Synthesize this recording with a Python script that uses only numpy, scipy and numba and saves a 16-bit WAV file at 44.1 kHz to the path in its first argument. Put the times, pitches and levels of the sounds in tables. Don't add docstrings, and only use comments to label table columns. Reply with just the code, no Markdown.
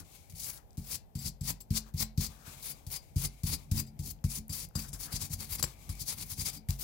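import sys
import numpy as np
from scipy import signal
from scipy.fft import rfft, irfft, next_fast_len
from scipy.io import wavfile
from scipy.ndimage import uniform_filter1d
from numba import njit

SR = 44100
rng = np.random.default_rng(int(sys.argv[2]) if len(sys.argv) > 2 else 0)


def put_to_file(sound):
    columns = np.atleast_2d(sound).T
    safe = np.clip(columns, -1, 1)
    whole_steps = np.round(safe * 32767)
    wavfile.write(sys.argv[1], SR, whole_steps.astype(np.int16))


def invert_db(x):
    u = np.asarray(x, float) / 20
    return 10 ** u


N = 301203

# (time [s], bench thump [dB], scuff of the tips [dB], push [ms], lowest bench modes [dB])
LANDINGS = [(0.296, -54, -52.5, 5.3, -2), (0.775, -27.5, -48, 2.2, 2), (1.151, -25.5, -46, 3.6, -1),
            (1.408, -21.5, -49, 3.8, -1.5), (1.704, -20, -45, 3.93, 1), (1.938, -19, -51.5, 5.7, -6),
            (2.175, -19.5, -46, 3, 0), (2.865, -34, -50, 5.8, 3), (3.158, -16, -42, 6.5, -2),
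            (3.433, -21, -43, 4.5, 1.5), (3.712, -22.5, -42, 3.8, 0.5), (3.99, -27, -47.5, 4.9, 2.5),
            (4.24, -19, -42, 4.2, 0.5), (4.493, -25, -46, 6.5, -2.5), (4.752, -23, -42, 3.86, -2),
            (4.929, -29, -45.5, 14.5, -1), (5.891, -26.5, -42.5, 6.6, 0.5), (6.686, -22, -42, 5.1, 3.5)]
# (pitch [Hz], level [dB], time to fade by 60 dB [s])
LOW_RING = [
    (3730, -14, .05),
    (4730, -7, .04),
    (4813, 0, .105),
    (4870, -9, .045),
    (5819, -10, .05),
]
MID_RING = [
    (7540, -8, .03),
    (7634, -1, .06),
    (7700, -12, .03),
    (8570, -14, .04),
    (10400, -10, .05),
    (11240, -10, .06),
]
HIGH_RING = [
    (14040, -2, .04),
    (14610, -8, .04),
]


def level(x, db):
    return x * invert_db(db) / np.sqrt(np.mean(x ** 2))


def colour(x, points, scale=1):
    hz, db = np.transpose(points)
    size = next_fast_len(N)
    f = np.arange(1, size // 2 + 2) * SR / size
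    gain = invert_db(scale * np.interp(np.log(f), np.log(hz), db))
    return irfft(rfft(x, size) * gain, size)[..., :N]


def band_pass(x, hz, kind):
    return signal.sosfilt(signal.butter(3, hz, kind, fs=SR, output="sos"), x)


def ring(x, modes):
    out = 0
    for hz, db, t60, *sign in modes:
        r = np.exp(-np.log(1000) / (abs(t60) * SR))
        w = 2 * np.pi * hz / SR
        tone = signal.lfilter([0, r * np.sin(w)], [1, -2 * r * np.cos(w), r * r], x)
        out = out + np.prod(sign) * invert_db(db) * tone
    return out


def blows(times, db, shape):
    out = np.zeros(N + 4096)
    for k, (s, gain) in enumerate(zip(times, invert_db(db))):
        piece = shape(k)
        out[int(s * SR):int(s * SR) + len(piece)] += gain * piece
    return out[:N]


def walk(rate):
    k = int(SR / rate)
    steps = np.repeat(rng.standard_normal(N // k + 1), k)
    return 1.33 * uniform_filter1d(steps, k)[:N]


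def curve(rows):
    s, *columns = np.transpose(rows)
    return [np.interp(np.arange(N) / SR, s, c) for c in columns]


def contact(rows):
    rise_db_s, fall_db_s = 875, 1030
    s, length, first_db, last_db, tint_db = np.transpose(rows)[:, :, None]
    t = np.arange(N // 44 + 2) / 1000
    lean = np.clip((t - s) / np.maximum(length, .002), 0, 1)
    db = first_db + (last_db - first_db) * lean
    db = db - rise_db_s * np.maximum(s - t, 0) - fall_db_s * np.maximum(t - s - length, 0)
    gain = invert_db(np.maximum(db, -130))
    total = gain.sum(axis=0)
    return curve(np.c_[t, total, (gain * tint_db).sum(axis=0) / total])


@njit
def walls(x, lags, gain, damp):
    line, soft, out = np.zeros((8, 4096)), np.zeros(8), np.zeros((2, len(x)))
    for i in range(len(x)):
        total = 0.
        for k in range(8):
            soft[k] += (1 - damp) * (gain[k] * line[k, (i - lags[k]) & 4095] - soft[k])
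            total += soft[k]
            out[k % 2, i] += soft[k]
        for k in range(8):
            line[k, i & 4095] = x[i] + soft[k] - total / 4
    return out


def room(x):
    t60_s, damp, tail_db = 0.27, 0.44, -14
    lags = rng.integers(400, 1900, 8)
    return invert_db(tail_db) * walls(x, lags, invert_db(-60 * lags / SR / t60_s), damp)


def air():
    # (pitch [Hz], level [dB per Hz])
    air_colour = [(18, -63), (30, 5.5), (107, 0.5), (340, -12.5), (814, -13), (1150, -33), (3660, -40),
                  (6720, -44), (8310, -41), (14800, -34), (16500, -62)]
    mid, side = rng.standard_normal((2, N))
    side = colour(side, [(40, 10.5), (100, -11.5), (500, -2.5), (1200, 5.0)])
    return level(colour(np.array([mid + side, mid - side]), air_colour), -57) * invert_db(walk(3.6))


def hollow():
    # (start [s], length [s], first level [dB], last level [dB])
    whispers = [(.2, 0.31, -87, -64), (2.55, 0.26, -79, -78), (3.0, .15, -80, -85), (3.29, .14, -76, -80),
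                (3.58, .12, -74, -84), (3.84, 0.15, -89, -90), (4.27, 0.13, -70, -78),
                (4.86, 0.24, -78, -86), (5.67, .22, -70, -74), (5.92, 0.12, -71, -68),
                (6.24, 0.052, -71, -76), (6.58, .1, -74, -91)]
    # (pitch [Hz], level [dB], time to fade by 60 dB [s])
    cavity = [
        (2220, -2, .035),
        (2290, 0, .035),
        (2370, -7, .03),
    ]
    noise = ring(rng.standard_normal((2, N)), cavity)
    gain = contact(np.c_[whispers, np.zeros(len(whispers))])[0] * invert_db(1.2 * walk(25))
    return level(noise, 0) * uniform_filter1d(gain, size=700)


def sleeve():
    # (start [s], length [s], first level [dB], last level [dB])
    passes = [
        (0.0, 0.034, -59, -66),
        (.44, 0.054, -64, -62),
        (.5, 0.15, -60, -77),
        (1.8, 0.11, -66.5, -68.5),
        (4.76, 0.2, -57.5, -71),
        (2.32, 0.116, -63, -64),
        (2.46, 0.13, -58, -67),
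        (4.95, 0.25, -63.5, -63.5),
    ]
    noise = colour(rng.standard_normal((2, N)), [(900, -2), (1250, -0.5), (1650, -1.0), (2200, -12.0)])
    gain = contact(np.c_[passes, np.zeros(len(passes))])[0]
    return level(noise, 0.38) * gain * invert_db(2.9 * walk(29.99))


def cloth():
    # (start [s], length [s], first level [dB], last level [dB], dull swish [dB])
    slides = [(0.047, 0.11, -61.5, -58, -12), (0.157, 0.21, -57, -73, -32), (0.625, 0.13, -96, -71, -10),
              (2.301, 0.19, -53, -81, -4), (2.4, 0.058, -70, -67, -20), (2.47, 0.14, -51.5, -52.5, -13.5),
              (2.751, 0.11, -59, -70, -6), (3.027, 0.18, -63, -76, -24), (3.317, 0.11, -61.5, -66.5, -20),
              (3.59, 0.15, -59, -76, -5.5), (5.669, 0.084, -51, -63.5, -8), (5.765, 0.16, -61, -55, -10.5),
              (5.953, 0.17, -54.5, -64, -12)]
    gain, dull_db = contact(slides)
    rustle = colour(rng.standard_normal((2, N)), [(1200, -11), (1900, -14), (2150, -2.5), (3000, -6.5),
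                                                  (4000, -3.0), (6000, -5.5), (11000, -1.0), (16000, -7.0)])
    swish = colour(rng.standard_normal((2, N)), [(700, -1.0), (1200, 0.0), (1700, -43), (3500, -7), (8000, -36)])
    fabric = level(rustle, -2) + level(swish, -2) * invert_db(dull_db)
    return fabric * uniform_filter1d(gain * invert_db(1.5 * walk(40)), 500)


def bench(stroke_db):
    # (time [s], bench thump [dB], push [ms], lowest bench modes
    # [dB])
    bumps = [(0.33, -37, 5.2, -0.5), (2.474, -43.5, 1.7, 3.5), (2.56, -46, 5.3, 1), (1.745, -33, 3.4, -9),
             (1.5, -35, 5, 0), (6.01, -36, 4.1, 1), (5.135, -38, 1.7, 12.5), (5.327, -39.5, 6.2, 8.5),
             (5.512, -30, 9.6, 1.5), (5.626, -27.5, 4.8, -16), (5.634, -35.5, 3.5, 9.5),
             (5.3, -27.5, 5.3, -8), (6.382, -24, 7.4, -3.5), (6.795, -44, 2.7, -16)]
    # (time [s], level [dB])
    press = [(0.0, -55), (0.61, -69), (1.23, -57.5), (1.33, -55.5), (2.17, -57.5), (2.32, -49.5),
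             (2.63, -65), (3.58, -52), (3.67, -48.5), (4.34, -62), (4.43, -56), (4.55, -60.5),
             (5.55, -56.5), (5.73, -52), (5.93, -49.5), (6.09, -58.5), (6.72, -59.5), (6.83, -55.5)]
    # (time [s], upper bench modes [dB])
    bearing = [(.3, 0), (.78, -0.5), (1.15, 1), (1.41, -0.5), (1.7, 5.5), (1.94, -2), (2.18, 0.5),
               (2.87, 1), (3.16, 1.5), (3.43, 3), (3.71, 0.5), (3.99, -3), (4.24, 0.5), (4.49, 2),
               (4.75, 0.5), (5.3, -1), (5.89, 3), (6.69, -0.5)]
    # (pitch [Hz], level [dB], time to fade by 60 dB [s], signed weight)
    bench_modes = [
        (49.6, -2.5, 0.61, 0.44),
        (87.4, 8, 0.069, 1),
        (134.9, -3, 0.39, 0.65),
        (171, -1.5, 0.17, -0.69),
        (217.5, -7.5, 0.41, -0.81),
        (275, -6.5, 0.053, -1.67),
        (397, -18.5, 0.22, 1),
        (309.5, -17.5, 0.15, 0.73),
    ]
    landings = np.array(LANDINGS)[:, [0, 1, 3, 4]]
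    s, thump_db, push_ms, deep_db = np.vstack([landings, bumps]).T
    width = np.clip(push_ms * SR / 1000, 40, 900).astype(int)
    spot_db = 1.1 * rng.standard_normal((len(bench_modes), len(s)))
    upper_db = np.interp(s, *np.transpose(bearing))

    def push(k):
        return np.r_[-.3 * np.hanning(130) / 65, np.hanning(width[k]) / width[k] * 2]

    thumps = 0
    for db, mode in zip(spot_db, bench_modes):
        blow_db = thump_db - 7.5 + db + deep_db * (mode[0] < 110) + upper_db * (mode[0] > 190)
        thumps = thumps + ring(blows(s, blow_db, push), [mode])
    thumps = thumps * invert_db(1.1 * walk(30))
    shake = uniform_filter1d(rng.standard_normal((2, N)), 60) * invert_db(3 * walk(25))
    shake_db = curve(press)[0] + 4 + 0.41 * np.maximum(stroke_db + 61.5, -25)
    shake = ring(shake * invert_db(shake_db) / shake.std(), bench_modes) * invert_db(-47.5)
    uneven = 0.22 * shake[1] + 0.23 * uniform_filter1d(shake[1], size=400)
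    return thumps + shake[0] + uneven * np.array([[1], [-1]])


def struck(s, db, modes):
    n = np.arange(int(.004 * SR))
    out = 0
    for mode in modes:
        swell = np.hanning(len(n)) * np.cos(2 * np.pi * mode[0] * n / SR) * 4 / len(n)
        out = out + ring(blows(s, db, lambda k: swell), [mode])
    return out


def clinks():
    # (time [s], blow [dB], low ring [dB], middle ring [dB], high ring [dB])
    touches = [(3.272, -55, -54, -65, -62), (4.535, -55, -46, -58, -60), (1.245, -60, -47, -50, -60),
               (2.262, -57, -53, -58, -60), (5.52, -57, -41, -60, -58), (1.188, -70, -47, -43, -58),
               (1.153, -56, -56, -47.5, -60), (1.284, -45, -50, -52, -38), (1.408, -43, -57, -45, -62),
               (1.435, -50, -67, -52, -62), (2.72, -53, -50, -56, -58), (3.714, -50, -54, -49, -60),
               (5.583, -43, -44, -52, -46), (4.241, -16.5, -54, -55, -63), (5.893, -25, -53, -52, -55),
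               (6.394, -40, -38, -57, -55), (6.49, -47, -43, -53, -55), (6.688, -45, -51, -61, -57),
               (1.505, -31, -62, -40, -44), (3.163, -36, -49, -50, -62), (3.546, -45, -47, -48, -55),
               (6.01, -36, -53, -63, -52), (6.57, -47, -51, -58, -59), (1.6091, -34, -66, -46, -52),
               (1.785, -30, -60, -43.5, -52), (2.034, -21, -70, -43, -54), (2.96, -36, -41.5, -61, -52),
               (3.25, -32, -45, -37, -52), (3.497, -30, -45, -58, -50), (3.7774, -30, -37, -57, -51),
               (3.8063, -26, -53, -62, -45), (3.864, -45, -71, -56, -67), (3.872, -52, -55, -75, -54),
               (4.4967, -60, -46, -45, -59), (4.7545, -10, -36.5, -35, -54), (4.9319, -22, -54, -43, -58),
               (5.6272, -6, -36.5, -28, -27), (5.6402, -3, -45, -34, -34), (6.3794, -40, -50, -47, -53),
               (6.455, -43, -35, -41, -32)]
    # (pitch [Hz], level [dB], time to fade by 60 dB [s])
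    handle = [
        (365, -12, 0.19),
        (507, 9, 0.0096),
        (765, 10.5, 0.0045),
        (1050, 0, 0.022),
    ]
    s, crack_db, *rings_db = np.transpose(touches)
    noise = rng.standard_normal((len(s), 200)) * np.exp(-np.arange(200) / SR / 0.0004)
    crack = blows(s, crack_db - 23, lambda k: noise[k])
    knock = ring(blows(s, crack_db - 38, lambda k: np.ones(1)), handle)
    grip = invert_db(1.2 * walk(70))
    steel = sum(struck(s, db + 0.5, modes) for db, modes in zip(rings_db, (LOW_RING, MID_RING, HIGH_RING)))
    return crack + knock + grip * steel


def flecks(db):
    t60_s, snaps_per_s = 0.0073, 130
    out = 0
    for hz in np.geomspace(2280, 9360, num=12):
        snaps = (rng.random((2, N)) < snaps_per_s / SR) * rng.standard_normal(N)
        out = out + level(ring(snaps, [(hz, 0, t60_s)]), -11 - 6 * (hz < 3600))
    return out * invert_db(db - 12)


def ticks():
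    # (time [s], peak [dB], centre [Hz], width [octaves])
    flicks = [(0.323, -36, 6950, 2.9), (.575, -39, 7000, 2), (0.706, -41, 6000, 1.3), (.73, -41, 6500, 1),
              (.771, -31.5, 8050, 2.2), (1.887, -49, 7000, 2.2), (2.473, -46, 4000, 1.5),
              (2.902, -31, 6000, 3), (3.609, -46, 2470, 1.5), (3.967, -51, 2500, 1.2),
              (4.014, -39, 12000, 1.2), (4.026, -45, 8000, 2.2), (4.188, -48, 2500, 1.8),
              (4.4806, -26, 11500, 0.79), (4.687, -34, 12000, 1.1), (4.709, -34, 1100, 0.91),
              (5.5838, -32, 5000, 1.1), (5.5943, -29, 3000, 3.6), (5.6265, -11, 7000, 2.3),
              (5.6287, -10, 9000, 2.2), (5.6395, -17.5, 6000, 4.1), (5.5965, -17, 800, 1.5),
              (1.604, -35, 8000, 2), (1.614, -38, 7000, 3), (5.9523, -32, 9000, 2),
              (6.7057, -18, 7050, 2.42), (6.7275, -32, 7000, 2.5), (6.796, -17, 13100, .7)]
    strikes = [(s, scuff_db - 5, 6500, 2.6) for s, _, scuff_db, _, _ in LANDINGS]
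    s, tick_db, hz, octaves = np.vstack([strikes, flicks]).T
    crackle_s = np.where(np.arange(len(s)) < len(strikes), .0022, .001)
    fade = np.exp(-np.arange(900) / SR / crackle_s[:, None, None])
    noise = rng.standard_normal((len(s), 2, 900)) * fade
    edges = hz[:, None] * 2 ** (np.maximum(octaves, .2)[:, None] * [-.5, .5])
    edges = np.minimum(edges, [16000, 20000])
    noise = [band_pass(n, e, "band") for e, n in zip(edges, noise)]
    return np.array([blows(s + 0.00076, tick_db - 9.0, lambda k: noise[k][side]) for side in range(2)])


def stroke():
    # (start [s], length [s], first level [dB], last level [dB], fine hiss [dB])
    drags = [(0.0, 0.027, -47, -66, -6.5), (.355, 0.031, -57, -51, -4), (0.4, 0.074, -47.5, -40.5, -3),
             (0.487, 0.091, -44.5, -58, -1.5), (0.8, 0.071, -68, -52, -4),
             (0.885, 0.07, -48.5, -35.5, -4.5), (1.183, 0.097, -53, -38.5, -6),
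             (1.452, 0.053, -45, -32.5, -5), (1.6, 0.008, -84, -51, 7), (1.738, 0.039, -45, -30.5, -6.5),
             (1.968, 0.042, -56, -39, -2), (2.012, 0.015, -42, -31, -4), (2.2, 0.01, -51.5, -41, -2),
             (2.228, 0.043, -37.5, -44.5, -4.5), (2.629, 0.091, -49, -43.5, -2),
             (2.919, 0.048, -40, -40, -3), (3.183, 0.069, -47.5, -33, -5.5),
             (3.471, 0.074, -45, -40.5, -0.5), (3.735, 0.065, -52, -32.5, -3.5),
             (3.872, 0.032, -62, -76, -8), (4.0, 0.043, -66, -57, -4), (4.06, 0.052, -52.5, -46.5, 0),
             (4.304, 0.08, -46, -42.5, -5), (4.531, 0.12, -40.5, -47.5, -4),
             (4.791, 0.04, -35.5, -52, -5.5), (4.834, 0.058, -48.5, -54, -8),
             (6.707, 0.058, -57, -60, -2.5), (6.793, 0.039, -50.5, -38.5, -3)]
    # (start [s], length [s], first level [dB], last level [dB], fine hiss [dB])
    scrubs = [(4.942, 0.022, -53, -60, -9), (5.382, 0.025, -65, -62, -1), (5.468, 0.023, -61, -66, -9),
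              (5.002, 0.064, -47.5, -47.5, -1.5), (5.126, 0.041, -43.5, -38.5, -7),
              (5.215, 0.046, -39.5, -43.5, -6.5), (5.308, 0.029, -50.5, -39, -5.5),
              (5.404, 0.042, -43.5, -45.5, -4), (5.504, 0.053, -46.0, -40, 1),
              (5.597, 0.042, -39, -74, -13.5), (5.645, 0.024, -35.5, -59, -12),
              (5.901, 0.027, -67, -52.5, -9), (6.003, 0.019, -44.5, -42, -4),
              (6.082, 0.056, -39.5, -45.5, -3.5), (6.179, 0.053, -46, -43, -5.5),
              (6.259, 0.042, -56.5, -57, 2), (6.306, 0.028, -42.5, -44, -6.5),
              (6.385, 0.035, -43, -36.5, -4), (6.463, 0.034, -34.5, -39.5, -9),
              (6.534, 0.041, -50, -53.5, -2)]
    # (time [s], steel song [dB])
    edge = [(0, -23), (1.0, -3.5), (1.15, -13), (2.3, -14), (2.65, -30), (3.1, -16), (3.9, -17), (4.0, -13),
            (4.3, -6), (4.44, -20), (4.5, -3), (4.65, -6), (5.0, -8), (5.5, -8), (6.0, -13), (6.3, -22),
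            (6.45, -15), (6.55, -17), (6.83, -11)]
    gain, fine_db = contact(np.vstack([drags, scrubs]))
    s, _, scuff_db, _, _ = np.transpose(LANDINGS)
    scuff = invert_db(-509 * np.arange(4096) / SR)
    db = 20 * np.log10(gain + blows(s + 0.0011, scuff_db, lambda k: scuff))
    song_db = -13 + curve(edge)[0] - 0.03 * (db + 64) + 3.5 * walk(14)
    return db, fine_db, song_db


def bristles(db, fine_db, song_db):
    # (pitch [Hz], level [dB per Hz])
    rust = [(290, -18), (500, -12.5), (614, -18), (885, -13.5), (1710, -21), (2130, -13), (2850, -17),
            (4690, -3), (8180, -6.5), (10000, 6), (14700, 11.5), (15800, 10.5), (16500, -44)]
    # (time [s], ridge buzz [dB], pitted fizz [dB], deep rasp [dB])
    surface = [(.42, 1, 2.5, -5.5), (.52, 0, 3.5, 1), (.86, 3, -1, 1.5), (.94, 1, 0.5, -1.5),
               (1.24, 3, 0, -1.5), (1.49, 3, 0.5, 1), (1.765, 3, -1.5, 1), (2.01, 4.5, -2.5, 2),
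               (2.235, 3.5, -2.5, 1.5), (2.68, 3.5, 4.5, 2.5), (2.95, 2.5, 1, 2), (3.23, 0.5, 2, 0),
               (3.52, 5, 3.5, 5), (3.78, 0, -0.5, 1), (4.08, 1.5, 1, -2), (4.35, -1, 3, -1.5),
               (4.59, 2.5, 2, 0.5), (4.8, 0, -0.5, -2), (4.88, -14, -1, -7), (5.03, 2, 2, 4),
               (5.15, 4.5, 1.5, 1.5), (5.24, 1.5, -2, 3), (5.33, 0.5, 1.5, 0), (5.43, 6, 0.5, 4.5),
               (5.53, 0.5, 2.5, 4.5), (5.92, -1, 3.5, 0.5), (6.02, 3, 2, -11), (6.11, 4, 3, 6),
               (6.2, 4, 0, 3.5), (6.3, 0.5, 2, 1), (6.41, 0, 2, -1), (6.48, -3, -2, 3), (6.55, 5.5, 2, 7.5),
               (6.73, 0.5, 0, 7.5), (6.81, 2.5, 0, -1.5)]
    slips = rng.standard_normal((2, N)) * invert_db(2.0 * np.minimum(rng.exponential(size=(2, N)), 6))
    shared = 0.4
    slips[1] = shared * slips[0] + np.sqrt(1 - shared ** 2) * slips[1]
    slips = slips * invert_db(1.25 * walk(160) + 1.08 * walk(55))
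    rasp = level(colour(slips, rust), 0)
    ridge_db, pit_db, deep_db = curve(surface)
    for band_hz, lift_db in (([4000, 5000], ridge_db), ([9830, 11140], pit_db)):
        buzz = signal.lfilter(*signal.butter(1, band_hz, "band", fs=SR), rasp)
        rasp = rasp + (invert_db(1.33 * lift_db) - 1) * buzz
    deep = band_pass(rasp, 3300, "low")
    middle = band_pass(rasp, [3300, 9000], "band")
    fine = band_pass(rasp, 9000, "high")
    deep = deep * invert_db(deep_db + 0.012 * (db - 9) + 0.95 * walk(60))
    lower = band_pass(middle, 6000, "low")
    patchy = lower * invert_db(0.76 * walk(30) - 0.75 * (fine_db + 3.5)) + (middle - lower) * invert_db(1.33 * walk(33))
    force = level(slips[0], 0) * invert_db(db)
    song_db, fine_db = np.minimum(song_db, -4), np.minimum(fine_db, 5)
    song = ring(force * invert_db(song_db - 24.5), LOW_RING)
    song = song + ring(force * invert_db(0.36 * song_db - 33.0), MID_RING + HIGH_RING)
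    tuft = (deep + patchy) / patchy.std() + level(fine, 0) * invert_db(fine_db + walk(45))
    return tuft * invert_db(db) + song


def ports(x):
    # (pitch [Hz], left minus right [dB])
    shading = [(60, 1.5), (250, 3.5), (500, 5.5), (800, 9), (1200, 12.5), (2400, 14.5), (4200, 10),
               (6500, 16.5), (8200, 11), (10000, 0), (12000, 7), (16000, 11.5)]
    return np.array([colour(x[0], shading, .5), np.roll(colour(x[1], shading, -.5), 1)])


def scene():
    db, fine_db, song_db = stroke()
    brush = bristles(db, fine_db, song_db) + flecks(db) + ticks()
    brush = brush + cloth() + sleeve() + hollow()
    taps = clinks()
    tail = room(brush.mean(axis=0) + .5 * taps)
    return ports(brush + taps + bench(db) + tail + air())


def roll_off(x):
    return signal.sosfilt(signal.butter(12, 17010, fs=SR, output="sos"), x)


def record(dry):
    x = signal.sosfilt(signal.butter(4, 38, "high", fs=SR, output="sos"), dry)
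    x = signal.sosfilt(signal.ellip(8, .3, 42, 15950, fs=SR, output="sos"), x)
    return roll_off(x)


dry = scene()
out = record(dry)
put_to_file(out)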